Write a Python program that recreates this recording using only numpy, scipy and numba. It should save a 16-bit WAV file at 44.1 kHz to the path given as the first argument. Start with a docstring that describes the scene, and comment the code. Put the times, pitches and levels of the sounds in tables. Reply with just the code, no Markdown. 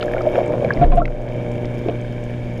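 """Pump hum under a garden pond

A small camera hangs in a sealed housing under the surface; its microphone sits inside, in the trapped air.
A mains pump, heard through the water, hums as sine tones and rattles as pulsed noise in resonant bands.
Flow rings the trapped air; bubbles and gulps escape as damped tones; the housing wobbles on its pole, knocks
and ticks. Filtered noise is the pond and the stirred water; the recorder's gain ducks when it gets loud."""
import sys
import numpy as np
from scipy import signal
from scipy.io import wavfile
from scipy.ndimage import uniform_filter1d
from numba import njit

SR = 44100
rng = np.random.default_rng(int(sys.argv[2]) if len(sys.argv) > 2 else 0)


def volts_from_decibels(level):
    """Turn decibel levels (scalar or array-like) into linear amplitude factors."""
    exponent = np.asarray(level, float) / 20
    return 10 ** exponent


def wav_out(sig):
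    """Save sig, one row per channel (or a flat mono array), as 16-bit PCM at SR to the path in sys.argv[1]."""
    wavfile.write(sys.argv[1], SR, np.round(np.clip(np.atleast_2d(sig).T, -1, 1) * 32767).astype(np.int16))


N = 114660
T = np.arange(N) / SR
MAINS_HZ = 60.02


def level(x, db):
    """Set the rms level."""
    return x * volts_from_decibels(db) / np.sqrt(np.mean(x ** 2))


def curve(table, column):
    """One column of a table, interpolated over time to every sample."""
    return np.interp(T, [row[0] for row in table], [row[column] for row in table])


@njit
def svf(x, hz, width):
    """State-variable band-pass with a moving centre, gain 1 at the centre."""
    y, band_state, low_state = np.empty(len(x)), 0., 0.
    for i in range(len(x)):
        g = np.tan(np.pi * hz[i] / SR)
        damping = width / hz[i]
        v = (band_state + g * (x[i] - low_state)) / (1 + g * (g + damping))
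        band_state = 2 * v - band_state
        low_state += 2 * g * v
        y[i] = damping * v
    return y


def band(x, hz, width, count=1):
    """Band-pass applied count times; width [Hz] is that of one pass."""
    for _ in range(count):
        x = svf(x, hz + np.zeros(len(x)), 1. * width)
    return x


@njit
def follow(x, up, down):
    """Envelope follower on the absolute value, with separate rise and fall speeds."""
    y, envelope = np.empty(len(x)), 0.
    for i in range(len(x)):
        size = abs(x[i])
        envelope += (size - envelope) * (up if size > envelope else down)
        y[i] = envelope
    return y


def walk(rate):
    """Random levels held 1 / rate s and smoothed twice over that time."""
    hold = int(SR / rate)
    steps = np.repeat(rng.standard_normal(N // hold + 1), hold)
    return 0.67 * uniform_filter1d(uniform_filter1d(steps, hold), hold)[:N]


def noise(hz, width, count=1):
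    """Band noise of rms 1."""
    return level(band(rng.standard_normal(N), hz, width, count=count), 0)


def rings(rows, glide):
    """Damped sines that swell over the rise time; pitch climbs by the fraction glide per second."""
    out = np.zeros(N)
    for start, db, hz, rise, t60 in rows:
        t = np.maximum(T - start, 0)
        swell = np.sin(np.pi / 2 * np.minimum(t / rise, 1)) ** 2
        fade = volts_from_decibels(-60 * np.maximum(t - rise, 0) / t60)
        out += volts_from_decibels(db) * swell * fade * np.sin(2 * np.pi * hz * (t + glide * t ** 2 / 2))
    return out


# Pump tones through the water: (multiple of mains, level before the offsets below [dB])
PUMP_TONES = [(2, -24.5), (3, -38.5), (4, -32), (5, -46), (6, -37), (7, -50), (8, -35.5), (9, -40.5),
              (10, -33.5), (12, -49), (13, -50), (15, -52.5), (17, -58.5)]
# Pump level offsets: (time [s], multiples below 5 [dB], higher multiples [dB])
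PUMP_OFFSETS = [(0, -9.5, 4.5), (.2, -4, 7.5), (.5, -6, 10.5), (.75, 0.5, 4), (1.05, 8, 7.5),
                (1.15, -4, 0.5), (1.3, -1.5, 0.5), (1.5, -1.5, 3), (2, -1.5, -3.5), (2.6, -2.5, -3)]


def pump():
    """The pump hums at multiples of the mains; each tone's level and phase waver alone."""
    waver_db, waver_per_s, drift_rad = 2, 14, 0.41
    low, upper = curve(PUMP_OFFSETS, 1), curve(PUMP_OFFSETS, 2)
    out = np.zeros(N)
    for k, db in PUMP_TONES:
        tone_db = db + (low if k < 5 else upper) + waver_db * walk(waver_per_s)
        drift = drift_rad * np.sqrt(k) * walk(waver_per_s)  # higher multiples drift further
        out += np.sqrt(2) * volts_from_decibels(tone_db) * np.sin(2 * np.pi * k * MAINS_HZ * T + drift)
    return out


def puffs():
    """A puff of noise each half mains cycle, each of its own size; more even once the housing hangs still."""
    scatter_db, decay_half_cycles = 3.5, .14
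    steady = np.where(T < 1.1, .18, .45)  # constant noise under the puffs
    half_cycles = 2 * MAINS_HZ * T + .5
    sizes = volts_from_decibels(scatter_db * rng.standard_normal(int(half_cycles[-1]) + 1))
    puff = sizes[half_cycles.astype(int)] * np.exp(-(half_cycles % 1) / decay_half_cycles)
    return rng.standard_normal(N) * (steady + puff)


# Housing resonances around the microphone: (centre [Hz], width of one pass [Hz], relative level [dB])
HOUSING_MODES = [(970, 260, -9), (1650, 540, 0.5), (2272, 283, 3), (2756, 390, -7.5), (3128, 410, -5.5),
                 (3643, 290, -12.5), (5260, 2100, -17.5), (6660, 1000, -20), (9770, 900, -27.5),
                 (12000, 7400, -25.5)]
# Rattle of the housing: (time [s], level [dB])
RATTLE_LEVEL = [(0, -37), (.3, -37.5), (.36, -29), (.43, -33.5), (.5, -39), (.8, -37), (.99, -36),
                (1.03, -45.5), (1.2, -44.5), (1.4, -43.5), (2.6, -44)]
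TICK_S = .0018  # decay time of a tick, also of each crackle


def rattle():
    """The pump's puffs ring the low housing modes; clusters of tiny ticks ring the high ones."""
    crackle_per_s, cluster_db = 45, 14  # middle rate, and how far it swings
    crackle_db, spread_db = 6, 4  # smallest crackle, and mean excess over it
    crackle_above_hz = 4400
    draw = rng.random((N, 2))
    happens = draw[:, 0] < crackle_per_s * volts_from_decibels(cluster_db * walk(9)) / SR
    hits = happens * volts_from_decibels(crackle_db - spread_db * np.log(draw[:, 1] + 1e-9))
    gate = signal.lfilter([1], [1, -np.exp(-1 / (TICK_S * SR))], hits)
    low, high = puffs(), rng.standard_normal(N) * (1 + gate)
    body = np.zeros(N)
    for hz, width, db in HOUSING_MODES:
        source = low if hz < crackle_above_hz else high
        body += level(band(source, hz, width, count=3), db)
    return level(body, 0) * volts_from_decibels(curve(RATTLE_LEVEL, 1))


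# Trapped air around the microphone, rung by the flow: (time [s], level [dB])
AIR_LEVEL = [(0, -24), (.128, -21.5), (.14, -22.5), (.17, -19), (.208, -27.5), (.26, -16), (.302, -29),
             (.32, -18), (.345, -21), (.385, -9), (.42, -18), (.476, -44), (.496, -13.5), (.525, -25),
             (.55, -15.5), (.598, -30.5), (.612, -26), (.648, -13), (.68, -23), (.734, -42), (.76, -20.5),
             (.95, -14), (1.03, -28.5), (1.3, -32), (1.55, -35), (1.8, -47.5), (2.6, -47)]


def air():
    """Pulsing flow rings the air pocket in bursts; its pitch wanders as the pocket changes shape."""
    centre_hz, width_hz, wander = 575, 161, 0.038  # wander is a fraction of the pitch
    pitch = centre_hz * (1 + wander * walk(11.72))
    ring = level(band(puffs(), pitch, width_hz, count=2), 0)
    return ring * volts_from_decibels(curve(AIR_LEVEL, 1))


# Gulps of air leaving the housing:
# (time [s], tone level before roughening [dB], pitch [Hz], swell [s], spray level before filtering [dB])
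GULP_EVENTS = [(.812, -0.5, 703, 0.026, -31), (.917, -5, 716, 0.018, -28.5), (.97, 3, 693, 0.022, -30)]


def gulps():
    """Big bubbles: a rough tone that swells and dies, with noisy spray that fades along with it."""
    t60_s, rough_db = 0.065, 4
    tone, gate = np.zeros(N), np.zeros(N)
    rough = volts_from_decibels(rough_db * walk(150))
    for start, db, hz, swell, spray_db in GULP_EVENTS:
        t = np.maximum(T - start, 0)
        rise = np.minimum(t / swell, 1) ** 0.59
        fade = volts_from_decibels(-60 * np.maximum(t - swell, 0) / t60_s)
        tone += volts_from_decibels(db) * rise * fade * rough * np.sin(2 * np.pi * hz * t)
        gate += volts_from_decibels(spray_db) * (t > 0) * fade
    spray = gate * rng.standard_normal(N) * volts_from_decibels(6 * walk(300))
    # spray bands: (centre [Hz], width of one pass [Hz], gain [dB])
    for hz, width, db in [(1150, 1100, 17), (2330, 1100, 11.8), (3460, 520, 5.9)]:
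        tone += volts_from_decibels(db) * band(spray, hz, width, count=3)
    return tone


# Bubbles close to the housing: (time [s], peak level [dB], starting pitch [Hz], rise [s], 60 dB decay [s])
BUBBLE_EVENTS = [(.026, -17.5, 1360, 0.0022, 0.02), (.08, -22, 1650, 0.0023, 0.027),
                 (.135, -20.5, 1754, 0.0018, 0.011), (.164, -23, 1430, 0.0022, .04),
                 (.207, -20, 1270, 0.0036, 0.014), (.268, -5.5, 612, 0.0026, .09),
                 (.356, -18, 1450, 0.002, 0.0096), (.645, -23.5, 2340, .002, 0.022),
                 (.705, -5.5, 1650, 0.0022, 0.023), (.706, -13.5, 1100, 0.0019, 0.014),
                 (.772, -25.5, 2030, 0.0017, 0.02), (.815, -24.5, 1390, 0.0066, 0.06),
                 (.842, -23, 1690, .003, 0.022), (.918, -18, 1028, 0.008, 0.12),
                 (.953, -46, 2220, .002, 0.017), (1.001, -14.5, 1110, 0.0029, 0.067),
                 (1.016, -10, 1337, 0.0034, 0.043), (1.014, -4.5, 630, 0.0052, .06)]


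def bubbles():
    """Each bubble is a damped sine whose pitch climbs by 0.4 of its start per second."""
    return rings(BUBBLE_EVENTS, 0.4)


# Housing wobbling on its pole: (time [s], peak level [dB], pitch [Hz], rise [s], 60 dB decay [s])
WOBBLE_EVENTS = [(.778, -11, 27, .005, .25), (.8402, -2, 32, .01, .3), (.8375, 4.5, 25.6, .08, .65)]
# Higher modes of the pole: (time [s], peak level [dB], pitch [Hz], rise [s], 60 dB decay [s])
POLE_MODES = [(0.815, -11.5, 63.7, 0.053, 0.68), (0.789, -12.5, 145.2, 0.023, 0.93),
              (0.799, -13, 297, 0.018, 0.61), (0.98, -11, 309, 0.016, 0.2)]


def wobble():
    """The housing sways on its pole as deep damped sines; the pole's higher modes ring along."""
    return rings(WOBBLE_EVENTS + POLE_MODES, 0)


# Dull knocks at the housing: (time [s], peak level [dB], pitch [Hz], 60 dB decay [s])
KNOCK_EVENTS = [(.757, -26, 239, 0.031), (.773, -18, 193, 0.03), (.808, -17, 320, 0.092),
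                (.848, -7, 309, 0.11), (1.8605, -7.5, 353, 0.022), (1.884, -6.5, 390, 0.021),
                (1.884, -14, 679, 0.071), (1.885, -34, 1065, 0.038), (1.894, -12.5, 472, 0.06)]


def knocks():
    """Knocks are damped sines of steady pitch that rise within 2 ms."""
    return rings([(start, db, hz, .002, t60) for start, db, hz, t60 in KNOCK_EVENTS], 0)


# Sharp ticks at the housing: (time [s], peak level [dB], centre [Hz], width of one pass [Hz])
TICK_EVENTS = [(0.01, -20.5, 3170, 2190), (0.027, -16, 2600, 3500), (0.136, -22.5, 1440, 2000),
               (.14, -45.5, 12000, 4000), (.209, -45.5, 10500, 3980), (0.2188, -34, 5030, 4000),
               (.283, -50, 12700, 2000), (.292, -48, 12000, 3000), (.3551, -46, 5500, 4000),
               (.3716, -40, 5000, 5000), (0.4603, -41, 7800, 3000), (.4783, -38.5, 6500, 4000),
               (0.537, -23.5, 1280, 1500), (.6454, -36, 3680, 4000), (0.7358, -25.5, 4650, 2500),
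               (0.846, -36, 3950, 3000), (0.958, -28.5, 8100, 10200), (1.0542, -10, 2050, 1530),
               (1.057, -27, 3980, 5560), (1.078, -17, 1610, 1500), (1.287, -32, 2480, 3500),
               (1.516, -41.5, 6030, 5000), (1.5554, -45, 6800, 6000), (1.646, -25, 1860, 2200),
               (1.655, -30, 3180, 5030), (1.885, -25.5, 1880, 2530), (1.897, -28.5, 2430, 2000),
               (2.2386, -40.5, 6950, 5000), (2.013, -40, 6800, 4000)]


def ticks():
    """Short decaying noise bursts, each in its band."""
    n = 1024
    out = np.zeros(N + n)
    for start, db, hz, width in TICK_EVENTS:
        first = int(start * SR)
        burst = rng.standard_normal(n) * np.exp(-np.arange(n) / SR / TICK_S)
        burst = band(burst, hz, width, count=4)
        out[first:first + n] += volts_from_decibels(db) * burst / np.abs(burst).max()
    return out[:N]


# Water stirred by the moving housing: (time [s], low level [dB], middle level [dB])
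STIR_LEVEL = [(0, -49, -32.5), (.22, -61.5, -28), (.45, -39.5, -25), (.6, -23, -29), (.74, -23, -27),
              (.78, -23, -26.5), (.86, -21, -17.5), (.9, -21.5, -26.5), (1.0, -17.5, -24.5),
              (1.1, -38.5, -32), (1.4, -33, -37), (1.86, -36, -33), (1.9, -42, -28.5), (2.0, -37.5, -40.5),
              (2.6, -51, -38.5)]
# Deepest rumble: (time [s], level [dB])
DEEP_LEVEL = [(0, -36), (.22, -29), (.65, -38), (1.0, -36), (2.6, -39)]


def stirred_water():
    """The moving housing stirs the water: rumble in three noise bands that swell and fade."""
    deep = noise(17.0, 22, count=2) * volts_from_decibels(curve(DEEP_LEVEL, 1))
    low = noise(139, 130, count=2) * volts_from_decibels(curve(STIR_LEVEL, 1) + 3.7 * walk(30))
    middle = noise(351, 330, count=2) * volts_from_decibels(curve(STIR_LEVEL, 2) + 1.3 * walk(40))
    return deep + low + middle


# Pond background, all around: (frequency [Hz], relative density [dB per Hz])
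WATER_SPECTRUM = [(20, 3.5), (65, -12.5), (150, -11), (550, -16.5), (750, -36.5), (1100, -49),
                  (2200, -47.5), (4500, -49.5), (8000, -54.5), (13000, -72), (15500, -80)]


def water():
    """Pond background: noise in half-octave steps, each band wavering alone."""
    out = np.zeros(N)
    spectrum_hz, density_db = np.array(WATER_SPECTRUM).T
    for hz in 25 * 2 ** np.arange(0, 9.3, .5):
        density = np.interp(np.log(hz), np.log(spectrum_hz), density_db)
        band_db = density + 10 * np.log10(hz) + 1.7 * walk(11)  # wider bands hold more power
        out += volts_from_decibels(band_db) * noise(hz, hz / 1.84, count=2)
    return level(out, -31)


def scene():
    """All sources as they reach the microphone inside the housing, on one channel."""
    machine = pump() + rattle()
    escaping_air = air() + gulps() + bubbles()
    housing = wobble() + knocks() + ticks()
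    return (machine + escaping_air + housing + stirred_water() + water())[None]


def low_pass(x):
    """Removes everything above the highest recorded frequency."""
    return signal.sosfilt(signal.butter(12, 15300, fs=SR, output="sos"), x)


def record(dry):
    """Gain control turns loud passages down and recovers slowly; peaks are rounded."""
    top_db, ratio, attack_s, release_s = -16, 2, .03, .14
    envelope = follow(dry[0], 1 / (attack_s * SR), 1 / (release_s * SR))
    gain = np.minimum(1, volts_from_decibels(top_db) / (envelope + 1e-9)) ** (1 - 1 / ratio)
    mix = np.tanh(0.55 * dry * gain) / 0.64
    return low_pass(mix)


dry = scene()
out = record(dry)
wav_out(out)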